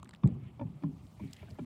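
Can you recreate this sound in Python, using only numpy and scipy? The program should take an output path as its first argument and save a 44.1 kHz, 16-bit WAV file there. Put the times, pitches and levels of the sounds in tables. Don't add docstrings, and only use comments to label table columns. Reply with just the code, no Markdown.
import sys
import numpy as np
from scipy import signal
from scipy.fft import rfft, irfft
from scipy.io import wavfile

SR = 44100
rng = np.random.default_rng(int(sys.argv[2]) if len(sys.argv) > 2 else 0)


def dump(signal):
    limited = np.clip(np.atleast_2d(signal).T, -1, 1)
    pcm = np.round(limited * 32767).astype(np.int16)
    wavfile.write(sys.argv[1], SR, pcm)


def volts_from_db(level):
    exponent = np.asarray(level, float) / 20
    return 10 ** exponent


N = 72765

# (time [s], peak level [dB], pitch [Hz], swell [s], fall [s])
STEPS = [(0.239, -11, 130, 0.02, 0.0029), (.235, -16.5, 176, 0.017, 0.0044),
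         (.288, -31, 208, 0.016, 0.0048), (.311, -30, 104, 0.0099, 0.019),
         (0.356, -32.5, 134.5, 0.0082, 0.016), (.396, -40, 115, 0.012, 0.01),
         (.421, -36.5, 118, 0.01, 0.011), (.452, -38.5, 119, 0.013, 0.0057),
         (0.597, -38, 263.6, 0.0087, 0.018), (0.613, -29.5, 253.3, 0.0068, 0.012),
         (0.604, -35, 121, 0.011, .008), (0.621, -29.5, 113.5, 0.0094, 0.0097),
         (0.649, -29.5, 136.5, 0.0094, 0.0033), (.662, -42.5, 244, 0.0069, .008),
         (.676, -36.5, 175.4, 0.0052, 0.0045), (.695, -39, 172, 0.0085, 0.013),
         (0.747, -40, 139, 0.013, 0.012), (0.819, -44.5, 270, 0.0097, 0.0055),
         (.838, -25, 163.5, 0.013, 0.01), (0.856, -30, 150, 0.016, 0.018), (.83, -31.5, 276, 0.012, 0.037),
         (.87, -38, 245, 0.016, 0.021), (0.924, -43, 174, 0.013, 0.016), (1.019, -55.5, 269, 0.012, 0.03),
         (1.198, -36.5, 188.4, 0.029, 0.019), (1.2, -44, 307, 0.0062, 0.014),
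         (1.214, -39, 96, 0.0114, 0.022), (1.235, -40, 137, 0.01, 0.0051),
         (1.249, -36, 137, 0.0082, 0.0056), (1.284, -45.5, 130, 0.015, 0.014),
         (1.238, -39, 270.7, 0.0028, 0.028), (1.412, -38.5, 88, 0.0084, 0.009),
         (1.451, -44.5, 104, 0.012, 0.013), (1.516, -36.5, 101, 0.0087, 0.0076),
         (1.504, -39.5, 122, 0.0057, 0.0035), (1.588, -35, 322, 0.0079, 0.0028),
         (1.597, -34.5, 226, 0.0042, 0.0038), (1.599, -34, 130, 0.013, 0.0056),
         (1.611, -35.5, 239.3, 0.0112, .022), (1.623, -39, 130, 0.0097, 0.017)]
TICK_THIN_HZ = 1800


def rms_one(x):
    return x / np.sqrt(np.mean(x ** 2) + 1e-20)


def curve_db(rows):
    return np.interp(np.arange(N) / SR, *np.transpose(rows))


def drift(rate_hz):
    hop, settle = 40, 2000
    r = np.exp(-2 * np.pi * rate_hz * hop / SR)
    raw = rng.standard_normal(N // hop + settle + 2)
    slow = signal.lfilter([1], [1, -2 * r, r * r], raw)[settle:]
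    return np.interp(np.arange(N) / hop, np.arange(len(slow)), rms_one(slow))


def ring(x, hz, t60):
    r = volts_from_db(-60 / (abs(t60) * SR))
    w = 2 * np.pi * hz / SR
    return signal.lfilter([0, np.sin(w)], [1, -2 * r * np.cos(w), r * r], x + 1e-18)


def ring_modes(excite, modes):
    return sum((-1) ** k * ring(excite(k), hz, t60) for k, (hz, t60) in enumerate(modes))


def thin(x):
    return signal.sosfilt(signal.butter(2, TICK_THIN_HZ, "high", fs=SR, output="sos"), x)


def coloured(spectrum, patchy_db):
    hz, db = np.transpose(spectrum)
    f = np.maximum(np.fft.rfftfreq(N, 1 / SR), 1)
    tilt_db = np.interp(np.log(f), np.log(hz), db, left=-99, right=-99)
    shaped = rfft(rng.standard_normal(N)) * volts_from_db(tilt_db)
    together = drift(0.5)
    band = np.round(2 * np.log2(f))
    out = np.zeros(N)
    for b in range(9, 29):
        flicker_db = patchy_db * (0.067 * together + drift(26.3))
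        out += irfft(shaped * (band == b), N) * volts_from_db(flicker_db)
    return rms_one(out)


def chatter(times, length_s, count):
    k = np.arange(count)
    touches = rng.standard_normal((len(times), count)) * (rng.random((len(times), count)) < 0.15)
    burst = touches * np.exp(-k / (length_s * SR))
    burst[:, 0] = 0.61
    burst /= np.sqrt(np.sum(burst ** 2, axis=1, keepdims=True))
    at = (np.asarray(times) * SR).astype(int)[:, None] + k
    return lambda gains: np.bincount(at.ravel(), (burst * gains[:, None]).ravel(), N + count)[:N]


def booms():
    glide, swell_curve = 0.14, 2.01
    out = np.zeros(N + SR)
    t = np.arange(SR // 4) / SR
    for s, db, hz, swell, fall in STEPS:
        rise = np.abs(np.sin(0.5 * np.pi * t / swell)) ** swell_curve
        decay = np.exp(-np.maximum(t - swell, 0) / fall)
        shape = np.where(t < swell, rise, decay)
        cycles = hz * (t + glide * swell * (1 - np.exp(-t / swell)))
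        start = int(s * SR)
        out[start:start + len(t)] += volts_from_db(db) * shape * np.sin(2 * np.pi * cycles)
    return out[:N]


def rumble():
    # (pitch [Hz], width [Hz], level [dB])
    deck_modes = [(89, 3.3, -10), (130, 79, -7.5), (169, 60, 0), (198, 47, -2.5), (245, 157, -0.5),
                  (270, 93, -19.5), (385.3, 44, -11.5), (600, 270, -24), (820, 110, -27)]
    below_boom_db, t60_s, rise_s = -16, 0.31, 0.0019
    t = np.arange(N) / SR
    power = np.zeros(N)
    for s, db, *_ in STEPS:
        age = np.maximum(t - s, 0)
        onset = 1 - np.exp(-(age / rise_s) ** 2)
        power += (volts_from_db(db + below_boom_db - 60 * age / t60_s) * onset) ** 2
    deck = np.zeros(N)
    for hz, width, db in deck_modes:
        once = ring(rng.standard_normal(N), hz, 2.5 / width)
        deck += volts_from_db(db) * rms_one(ring(once, hz, 1.5 / width))
    return np.sqrt(power) * rms_one(deck) * volts_from_db(3.0 * drift(14))


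def knocks():
    # (time [s], peak level [dB], low note [Hz], high note [Hz], crack level [dB])
    contacts = [(.231, -41.5, 306, 376.4, -21.5), (0.235, -41, 1030, 1172, -3.5),
                (.2345, -53.5, 2130, 3580, -36), (.2875, -50, 600, 471, -6), (.5945, -43, 577, 924, -7),
                (.612, -36.5, 572, 919, -14.5), (.626, -46, 542, 853, -15), (0.823, -61, 428, 2350, 3),
                (.8355, -47, 600, 825, -2.5), (.836, -53, 1700, 2350, -5), (1.196, -51, 600, 945, -4),
                (1.428, -49.5, 386, 612, -4), (1.484, -55.5, 680, 1540, -10), (1.512, -56, 448, 614, -10),
                (1.552, -68, 500, 1190, 6), (1.586, -43, 593, 818, -7), (1.591, -58.5, 1340, 1660, 6.5),
                (1.594, -56, 2340, 3110, -17)]
    # (pitch [Hz], level [dB], t60 [s])
    crack_modes = [(994, 0.5, 0.028), (1063, -3.5, 0.057), (1153, 1.5, 0.014), (1400, -5.5, 0.037),
                   (1728, -13, 0.09), (2350, -3, 0.015), (3430, -2.5, 0.0054), (3610, -16.5, 0.02),
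                   (4700, -7.5, 0.0029)]
    note_cycles, rise_cycles, contact_hz = 34, 4.34, 5500
    s, db, low_hz, high_hz, crack_db = np.transpose(contacts)
    mode_hz, mode_db, mode_t60 = np.transpose(crack_modes)
    strike = chatter(s, 0.004, count=600)
    luck_db = rng.normal(0, 2, (len(s), len(crack_modes)))
    out = ring_modes(lambda k: strike(volts_from_db(db + crack_db + mode_db[k] + luck_db[:, k])),
                     zip(mode_hz, mode_t60))
    for k, one in enumerate(np.eye(len(s))):
        hit = np.bincount((s * SR).astype(int), one * volts_from_db(db + 2.0), N)
        for hz, sign in ((low_hz[k], 1), (high_hz[k], -1)):
            out = out + sign * (ring(hit, hz, note_cycles / hz) - ring(hit, hz, rise_cycles / hz))
    return signal.sosfilt(signal.butter(2, contact_hz, fs=SR, output="sos"), out)


def scrapes():
    # (time [s], length [s], level [dB])
    drags = [
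        (.4, .1, -76),
        (1.195, 0.12, -65),
        (1.385, 0.064, -76),
    ]
    board_hz, t60_s = 2310, 0.0084
    t = np.arange(N) / SR
    stroke = np.zeros(N)
    for s, length, db in drags:
        stroke += volts_from_db(db) * np.interp(t, [s, s + 0.17 * length, s + length], [0, 1, 0])
    rub = ring(rng.standard_normal(N), board_hz, t60_s)
    return stroke * rms_one(ring(rub, board_hz, t60_s))


def ticks():
    # (time [s], middle level [dB], dull level [dB], bright level [dB], dull note [Hz])
    clicks = [(.0004, -59, -49, -67, 1160), (.0285, -74, -46, -73, 2660), (0.03, -55, -39, -42, 1180),
              (.046, -52.5, -57.5, -50, 2300), (0.0552, -74, -48, -75, 2530), (0.0586, -79, -48, -80, 1710),
              (.06, -81, -50, -80, 1270), (.0715, -78, -61, -80, 1500), (0.0752, -71, -49, -73, 2330),
              (0.091, -48, -46, -72, 1940), (0.0929, -53, -39.5, -44.5, 1280), (.1093, -51, -51, -60, 1520),
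              (0.111, -57, -56, -70, 1200), (0.131, -78, -56, -79.5, 1890), (0.1325, -72, -51, -79, 2600),
              (.135, -68, -44, -80, 1900), (.141, -64, -47, -82, 1370), (0.1378, -44.5, -43.5, -57, 1720),
              (0.1486, -46, -51, -55.5, 3330), (.159, -58, -56, -85, 2000), (0.1614, -58, -74, -80.5, 1800),
              (0.2746, -48, -43, -47.5, 2320), (0.3427, -69, -70, -64, 1220), (1.068, -54, -74, -70, 2360),
              (1.2772, -58, -72, -70, 2400), (1.3103, -71, -72, -53, 2400), (0.277, -61, -60, -53, 4700),
              (1.3372, -57, -60, -60, 3500), (1.344, -54, -47, -57, 4320), (1.366, -56, -74, -49, 2400),
              (1.3685, -53, -52, -73, 3000), (1.5044, -54, -56, -56, 4800), (1.509, -54, -52, -57, 4760),
              (1.513, -59, -76, -63, 2000), (1.5457, -62, -70, -60, 1400)]
    # (pitch [Hz], t60 [s], level [dB])
    middle_modes = [(3000, 0.003, 0.1), (3960, 0.0039, 0.1), (4700, 0.0023, 0.11)]
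    # (pitch [Hz], t60 [s], level [dB])
    bright_modes = [(7380, 0.0019, 4.5), (8600, 0.00067, 3), (10700, .0015, -16), (14800, 0.0012, -18)]
    dull_cycles = 9
    s, middle_db, dull_db, bright_db, dull_hz = np.transpose(clicks)
    strike = chatter(s, 0.0007, count=250)
    dull = np.zeros(N)
    for one, hz in zip(np.eye(len(s)), dull_hz):
        dull += ring(strike(one * volts_from_db(dull_db)), hz, dull_cycles / hz)
    hard = np.zeros(N)
    for modes, part_db in ((middle_modes, middle_db), (bright_modes, bright_db)):
        mode_hz, mode_t60, mode_db = np.transpose(modes)
        luck_db = rng.normal(0, 1.5, (len(s), len(modes)))
        hard += ring_modes(lambda k: strike(volts_from_db(part_db + mode_db[k] + luck_db[:, k])),
                           zip(mode_hz, mode_t60))
    return dull + thin(hard)


def snap():
    snap_times = [
        1.3315,
        1.334,
    ]
    # (pitch [Hz], first snap level [dB], second snap level [dB], t60 [s])
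    strap_modes = [(2820, -40.5, -53, 0.004), (3750, -37, -49, 0.0025), (5020, -43, -39, 0.0043),
                   (6600, -47, -43, 0.0026), (7830, -49, -39.5, .006), (11200, -58, -61, 0.0018),
                   (14600, -54, -49, .003)]
    at = (np.array(snap_times) * SR).astype(int)
    mode_hz, first_db, second_db, mode_t60 = np.transpose(strap_modes)
    return thin(ring_modes(lambda k: np.bincount(at, volts_from_db([first_db[k], second_db[k]]), N),
                           zip(mode_hz, mode_t60)))


def breeze():
    # (time [s], level [dB])
    rustle_level = [(0, -78.5), (.2, -79.5), (.3, -72), (.38, -79), (.45, -71.5), (.52, -76.5), (1.17, -77),
                    (1.21, -72), (1.4, -64.5), (1.5, -68.5), (1.56, -78), (1.65, -70.5)]
    # (frequency [Hz], level [dB per Hz])
    rustle_spectrum = [(1300, -12), (1700, -5), (2100, -1.5), (2300, -2.1), (2500, -2.5), (3200, -5.5),
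                       (6000, -35), (8000, -54)]
    # (time [s], level [dB])
    hiss_level = [(0, -84), (.2, -83), (.58, -82), (1.17, -75), (1.21, -73.5), (1.4, -73), (1.48, -77.5),
                  (1.505, -71), (1.57, -77), (1.65, -74)]
    # (frequency [Hz], level [dB per Hz])
    hiss_spectrum = [(2350, -9), (4000, -5), (6460, -8.5), (7750, -8.5), (9620, -10.5), (10500, -13),
                     (14900, -15), (16200, -11)]
    rustle = volts_from_db(curve_db(rustle_level)) * coloured(rustle_spectrum, patchy_db=3.0)
    hiss = volts_from_db(curve_db(hiss_level)) * coloured(hiss_spectrum, patchy_db=1.74)
    return rustle + hiss


def outdoor_hum():
    # (time [s], level [dB])
    hum_level = [(0.0, -53.5), (0.192, -61), (0.344, -60), (0.484, -55.5), (0.676, -56), (0.812, -58),
                 (0.992, -54.5), (1.276, -61), (1.36, -62.5), (1.45, -54.5), (1.54, -56), (1.575, -61.5)]
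    # (frequency [Hz], level [dB per Hz])
    hum_spectrum = [(18, -37), (30, -7.5), (119, -0.5), (220, -7), (302, -14), (400, -22.5), (520, -70.5),
                    (880, -120)]
    # (frequency [Hz], level [dB per Hz])
    yard_spectrum = [(210, -37.5), (350, -6), (529, -1.5), (1220, -6), (1600, -18), (2080, -59),
                     (3520, -120)]
    hum = volts_from_db(curve_db(hum_level) + 3) * coloured(hum_spectrum, patchy_db=3)
    yard = volts_from_db(-71.5 + 2.5) * coloured(yard_spectrum, patchy_db=1.5)
    return hum + yard


def scene():
    bridge = booms() + rumble() + knocks() + scrapes()
    gear = ticks() + snap()
    air = breeze() + outdoor_hum()
    return (bridge + gear + air)[None]


def roll_off(x):
    return signal.sosfilt(signal.butter(12, 16460, fs=SR, output="sos"), x)


def record(dry):
    x = signal.sosfilt(signal.butter(6, 58, "high", fs=SR, output="sos"), dry)
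    x = signal.sosfilt(signal.cheby2(10, 50, 16650, fs=SR, output="sos"), x)
    mix = x * np.minimum(np.arange(N)[::-1] / (0.003 * SR), 1)
    return roll_off(mix)


dry = scene()
out = record(dry)
dump(out)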